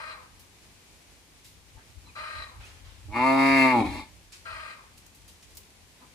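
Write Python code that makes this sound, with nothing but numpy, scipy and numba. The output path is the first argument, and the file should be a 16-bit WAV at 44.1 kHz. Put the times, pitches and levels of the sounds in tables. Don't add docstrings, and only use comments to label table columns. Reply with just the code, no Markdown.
import sys
import numpy as np
from scipy import signal
from scipy.fft import rfft, irfft
from scipy.io import wavfile
from scipy.ndimage import uniform_filter1d
from numba import njit

SR = 44100
rng = np.random.default_rng(int(sys.argv[2]) if len(sys.argv) > 2 else 0)


def unload_wav(signal):
    wavfile.write(
        sys.argv[1],
        SR,
        np.round(np.clip(np.atleast_2d(signal).T, -1, 1) * 32767).astype(np.int16),
    )


N = 270774
TIME = np.arange(N) / SR
SIDES = np.array([[1], [-1]])
TOP_HZ = 15300

# frequency in Hz, relative level in dB.
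AIR_TONE = [(65, -68), (110, -4.5), (170, -1), (218, -5), (279, -4.5), (389, -7.5), (626, -11.5),
            (820, -10.5), (1190, -14), (1320, -15.5), (2360, -11.5), (2780, -13.5), (6500, -16.5),
            (10500, -20), (15500, -31)]
# start and length in seconds (before widening), relative level in dB, left minus right dB.
WIND_GUSTS = [(1.741, 0.046, -51, 20), (1.963, 0.031, -48, 19), (2.352, 0.08, -46, -16),
              (2.54, 0.1, -49.5, 6.5), (2.814, 0.116, -53, 4.0), (3.04, 0.124, -44.5, -7),
              (3.186, 0.046, -52, -24), (3.499, 0.059, -50, 6), (3.745, 0.31, -42, 2)]
# start and fade time in seconds, rough pitch in Hz, relative dB.
LEAF_TUGS = [(0.392, 0.023, 9150, -59), (1.442, 0.048, 7240, -57), (1.778, 0.049, 1440, -64),
             (2.596, 0.13, 2040, -57), (2.646, 0.063, 5030, -59.5), (2.839, 0.14, 2550, -61.5),
             (4.318, 0.049, 5030, -52), (4.975, 0.014, 7360, -56), (5.065, 0.0017, 8000, -51.5),
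             (5.146, 0.019, 8550, -59), (5.277, 0.03, 7000, -56.5), (5.424, 0.022, 5500, -58),
             (5.55, 0.011, 11500, -56), (5.57, 0.0085, 10500, -45)]
# start and length in seconds, first and last pitch in Hz, level in dB.
BIRD_CHIRPS = [(2.051, 0.048, 4070, 3950, -58.5), (2.078, 0.037, 2670, 2280, -55.5),
               (2.605, 0.084, 2280, 2750, -55.5)]
# start and length in seconds, pitch in Hz, level in dB.
SOFT_GRUNTS = [(1.761, 0.044, 236, -60.5), (2.04, 0.079, 245.6, -61), (5.996, 0.072, 246, -55.5)]
# start and length in seconds, relative level in dB, extra starting pitch in Hz,
# mouth closing time in seconds, starting rasp in dB, middle level of the rising high ring in dB.
KID_CRIES = [(-0.12, 0.24, -40.5, 6, 0.046, -5, -14), (2.151, .287, -41, 3.77, 0.0037, -3.5, -4.5),
             (4.448, .281, -43, 32, 0.0057, -2.5, -16)]
# frequency in Hz before throat() scales it, width in Hz, relative dB, left minus right dB.
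KID_VOWEL = [(650, 100, -8.5, -1), (1086, 380, -10, -2), (1268, 114, 4, 9)]
KID_RASP = [(1596, 28, 5.5, 1.5), (1883, 100, 0, 4), (2164, 260, -2.5, 9.5), (2437, 120, 2, 6.5),
            (3033, 64, -14, -13), (4100, 850, -11, -11.5), (4930, 250, -13, 8)]
KID_HIGH_RING = [(4240, 104, 0, -1)]
GOAT_NOSE = [(295.8, 40.4, 6.5, 2.5)]
GOAT_MOUTH = [(554, 21.6, -12, 21.5), (696.3, 17.5, -4.5, -21.5), (946.3, 33, 9, 0), (1059, 15, 5, -2),
              (1234, 15.4, 4, 6)]
GOAT_RING = [(1770, 83, -7, -5), (2126, 75, 8.5, 2), (2325, 85, 1, 2), (2634, 66, -7, 30.5)]
GOAT_EDGE = [(3870, 230, -3.5, 17), (4336, 200, 1.5, -6), (4635, 130, 0, -4), (5300, 150, -36, -9)]
# time in seconds, pitch in Hz.
BLEAT_TUNE = [(3.1, 101), (3.14, 113.9), (3.25, 132.1), (3.344, 135.3), (3.55, 135.4), (3.7, 129.1),
              (3.782, 114), (3.838, 100), (3.86, 99.2)]
# time in seconds, then nose hum, open mouth and bright ring in dB.
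BLEAT_LOUDNESS = [(3.08, -50, -64, -71), (3.108, -52, -55, -73), (3.13, -48, -42, -43),
                  (3.164, -33.5, -28, -32.5), (3.244, -28, -21.5, -30.5), (3.298, -24, -23, -28),
                  (3.362, -23, -25, -35), (3.394, -21.5, -24, -28), (3.628, -21, -26, -21.5),
                  (3.66, -21.5, -21.5, -25.5), (3.714, -28, -25.5, -25.5), (3.748, -25.5, -19.5, -35.5),
                  (3.808, -22, -26, -36.5), (3.88, -38, -44, -52)]


def undb(db):
    return 10 ** (np.asarray(db) / 20)


def curves(table):
    times, *columns = np.transpose(table)
    return [np.interp(TIME, times, column) for column in columns]


def gate(table):
    return uniform_filter1d(1. * ((TIME >= table[0][0]) & (TIME <= table[-1][0])), size=400)


def swell(start, length):
    return np.sin(np.pi * np.clip((TIME - start) / length, 0, 1))


def envelope(age, attack_s, length_s, release_s):
    return np.clip(age / attack_s, 0, 1) * np.exp(-np.maximum(age - length_s, 0) / release_s)


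def unit(x):
    return x / np.sqrt(np.mean(x ** 2) + 1e-18)


def even(x):
    power = np.atleast_2d(x).mean(axis=0) ** 2
    smoothed = uniform_filter1d(uniform_filter1d(power, size=1100), size=800)
    return x / np.sqrt(np.abs(smoothed) + 1e-14)


def noise():
    return rng.standard_normal(N)


def walk(per_s):
    step = max(int(SR / per_s), 1)
    return 1.2 * uniform_filter1d(np.repeat(rng.standard_normal(N // step + 1), step), step)[:N]


def band(x, lo_hz, hi_hz, order=2):
    sos = signal.butter(order, [lo_hz, min(hi_hz, .45 * SR)], "band", fs=SR, output="sos")
    return signal.sosfilt(sos, x + 1e-18)


@njit
def resonate(x, hz, width_hz):
    out, mid, low = np.empty(len(x)), 0., 0.
    for i in range(len(x)):
        tune, damping = np.tan(np.pi * hz[i] / SR), width_hz / hz[i]
        swing = (mid + tune * (x[i] - low)) / (1 + tune * (tune + damping))
        mid, low = 2 * swing - mid, low + 2 * tune * swing
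        out[i] = damping * swing
    return out


def throat(x, resonances, scale=0.935):
    return sum(undb(db + pan_db * SIDES / 2) * resonate(x, hz * scale * np.ones(N), float(width))
               for hz, width, db, pan_db in resonances)


def vocal_folds(hz, jitter, air):
    cycles = np.cumsum(hz * (1 + jitter * walk(260))) / SR
    phase = np.pi * (cycles % 1 - .5) + 1e-9
    harmonics = np.floor(TOP_HZ / hz.max())
    pulses = np.sin((2 * harmonics + 1) * phase) / np.sin(phase) - 1
    hiss = noise() * (0.96 + np.exp(-((cycles + .5) % 1) / 0.59))
    air = np.clip(air, 0, 1)
    return np.sqrt(1 - air ** 2) * unit(pulses) + air * unit(hiss)


def echoes(x, fade_s, lo_hz):
    t = TIME[:SR // 2]
    tail = rng.standard_normal(len(t)) * undb(-60 * t / fade_s) * (t > .002)
    tail = band(tail / np.sqrt(np.sum(tail ** 2)), lo_hz, 21000)
    return signal.fftconvolve(x, tail)[:N]


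def in_yard(x, width_db, echo_db, fade_s):
    mid = np.atleast_2d(x).mean(axis=0)
    near = undb(width_db) * echoes(mid, 0.026, 1070) * SIDES
    far = echoes(mid, fade_s, 380) + echoes(mid, fade_s, 370) * SIDES
    return x + near + undb(echo_db) * far


def yard_air():
    hz = np.fft.rfftfreq(N, 1 / SR) + 1
    points_hz, db = np.transpose(AIR_TONE)
    colour = undb(np.interp(np.log(hz), np.log(points_hz), db))
    apart = hz / np.hypot(hz, 750)
    mid = irfft(rfft(noise()) * colour, N)
    side = irfft(rfft(noise()) * colour * apart, N)
    air = (mid + side * SIDES) / np.std(mid)
    return air * undb(-59 + .5 * walk(3.28) + .5 * walk(27) + 0.79 * SIDES)


def wind():
    breeze_db = -62.5 + 7 * swell(start=1.38, length=3.3)
    push = np.array([undb(breeze_db + 4 * walk(per_s=16)) for _ in range(2)]) * undb(1.2 * SIDES)
    widen_s = 0.017
    for start, length, db, pan_db in WIND_GUSTS:
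        balance = undb(pan_db * SIDES / 2)
        gust = swell(start - widen_s, length + 2 * widen_s) ** 2
        push = push + undb(db + .5) * balance / balance.mean() * gust
    mid, side = (even(band(noise(), 41.1, 101, order=4)) for _ in range(2))
    return push * (mid + undb(-6.5) * side * SIDES)


def bird():
    out, waver = 0, 1 + 0.027 * walk(590)
    for start, length, from_hz, to_hz, db in BIRD_CHIRPS:
        hz = np.interp(TIME, [start, start + length], [from_hz, to_hz]) * waver
        out = out + undb(db) * swell(start, length) * np.sin(2 * np.pi * np.cumsum(hz) / SR)
    return out


def leaves():
    out = np.zeros(N + SR)
    t = TIME[:SR // 4]
    for start, fade_s, hz, db in LEAF_TUGS:
        cracks = rng.standard_normal(len(t)) * undb(2.34 * np.minimum(rng.exponential(size=len(t)), 6))
        shape = (1 - np.exp(-14 * t / fade_s)) * np.exp(-t / fade_s)
        at = int(start * SR)
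        out[at:at + len(t)] += undb(db + 4.5) * unit(band(cracks, hz * 0.3, hz * 1.63)) * shape
    ticks = (rng.random(N) < 60 / SR) * noise()
    tick_db = -47 + 9.5 * swell(start=5, length=1)
    return out[:N] + undb(tick_db) * band(ticks, 2500, 9800)


def grunts():
    starts, _, hz, _ = np.transpose(SOFT_GRUNTS)
    source = vocal_folds(np.interp(TIME, starts, hz), jitter=0.057, air=0.44)
    voice = unit(throat(source, GOAT_MOUTH) + undb(-3.5) * throat(source, GOAT_NOSE))
    return voice * sum(undb(db) * swell(start, length) for start, length, _, db in SOFT_GRUNTS)


def far_kid():
    rows = np.array(KID_CRIES)
    latest_cry = np.maximum(np.searchsorted(rows[:, 0], TIME) - 1, 0)
    start, length, db, extra_hz, close_s, rasp_db, ring_db = rows[latest_cry].T
    age = np.maximum(TIME - start, 0)
    progress, after = np.minimum(age / length, 1), np.maximum(age - length, 0)
    closed = 1 - np.exp(-after / close_s)
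    sunk = 1 - np.exp(-(after / .05) ** 2)
    held_hz = 313.3
    hz = (held_hz + extra_hz * np.exp(-age / .05)) * (1 - .19 * sunk)
    scale = 0.984 * hz / held_hz
    source = vocal_folds(hz, jitter=.035, air=.84 + .12 * closed) * undb(2.5 * walk(150))
    vowel = even(band(throat(source, KID_VOWEL, scale), 400, 1580, order=3)) * undb(1.5)
    rasp = even(band(throat(source, KID_RASP, scale ** 0.27), 1390, 4750, order=4))
    hiss = undb(-16.5) * unit(band(noise(), 7300, 9800))
    ring = even(band(throat(source, KID_HIGH_RING), 3820, 4160))
    rasp = undb(rasp_db + 4.5 * progress) * (rasp + hiss)
    ring = undb(ring_db + 16 * (progress ** 4 - 0.5)) * (1 - closed) * ring
    effort = undb(db - 21.5 * age - 6.5 * closed - 32 * after)
    shape = envelope(age, attack_s=.018, length_s=length + 0.14, release_s=0.029)
    voice = (vowel + undb(-10 * sunk) * (rasp + ring)) * effort * shape
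    left, right = in_yard(voice, width_db=-4.5, echo_db=-8.5, fade_s=0.6)
    return np.array([left, np.interp(TIME - .00018, TIME, right)])


def close_goat():
    full_hz, jaw_open_s, break_s, huff_s = 135, 3.4, 3.815, 3.845
    hz, = curves(BLEAT_TUNE)
    nose_db, mouth_db, ring_db = curves(BLEAT_LOUDNESS)
    tension, huff_age = hz / full_hz, np.maximum(TIME - huff_s, 0)
    jaw = np.where(TIME < jaw_open_s, tension ** 0.32, tension)
    jaw = 0.934 + (jaw - 0.934) * np.exp(-huff_age / 0.057)
    jaw = jaw * (1 + 0.016 * walk(9))
    mouth_scale = 0.96 * jaw ** 0.642
    ring_scale = 1.001 * np.where(huff_age > 0, jaw, tension) ** -0.24
    broken = .5 + .5 * np.tanh((TIME - break_s) / 0.0444)
    jitter = (.0035 + .07 * (1 - tension)) * (1 - broken) + .08 * broken
    air = (.12 + .8 * (1 - tension)) * (1 - broken) + .95 * broken
    source = vocal_folds(hz, jitter, air)
    hoarse = source * undb(1.3 * walk(260)) + .33 * noise()
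    scattered = 0.18 * hoarse + echoes(hoarse, 0.079, 2800) + 0.51 * noise()
    chest = undb(-18.5) * band(source, 100, 165)
    nose = even(band(throat(source, GOAT_NOSE) + chest, 56, 423, order=3))
    mouth = even(band(throat(source, GOAT_MOUTH, mouth_scale), 463, 1380, order=4))
    ring = even(band(throat(hoarse, GOAT_RING, ring_scale), 1460, 2610, order=5))
    edge = even(band(throat(scattered, GOAT_EDGE, mouth_scale ** 0.69), 2600, 5470, order=4))
    fizz_db = -8 + walk(50)
    fizz = even(band(scattered + 1.5 * np.array([noise(), noise()]), 5780, 11600, order=3))
    treble = edge + undb(fizz_db) * fizz
    treble_db = (nose_db + ring_db) / 2 - 17.5
    bleat = undb(nose_db) * nose + undb(mouth_db) * mouth + undb(ring_db) * ring + undb(treble_db) * treble
    fading_hum = undb(-34 - 56 * huff_age) * nose
    huff = fading_hum + undb(-42.5) * mouth + undb(-44.5) * ring + undb(-50.5) * treble
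    huff_shape = envelope(huff_age, attack_s=0.014, length_s=0.16, release_s=0.034)
    voice = bleat * gate(BLEAT_LOUDNESS) + huff * huff_shape
    return in_yard(voice, width_db=-3, echo_db=-19, fade_s=.45)


def scene():
    small_sounds = in_yard(grunts() + bird() + leaves(), width_db=-1, echo_db=-6.0, fade_s=0.23)
    return close_goat() + far_kid() + small_sounds + wind() + yard_air()


def record(dry):
    return signal.sosfilt(signal.ellip(8, .2, 70, TOP_HZ, fs=SR, output="sos"), dry)


dry = scene()
out = record(dry)
unload_wav(out)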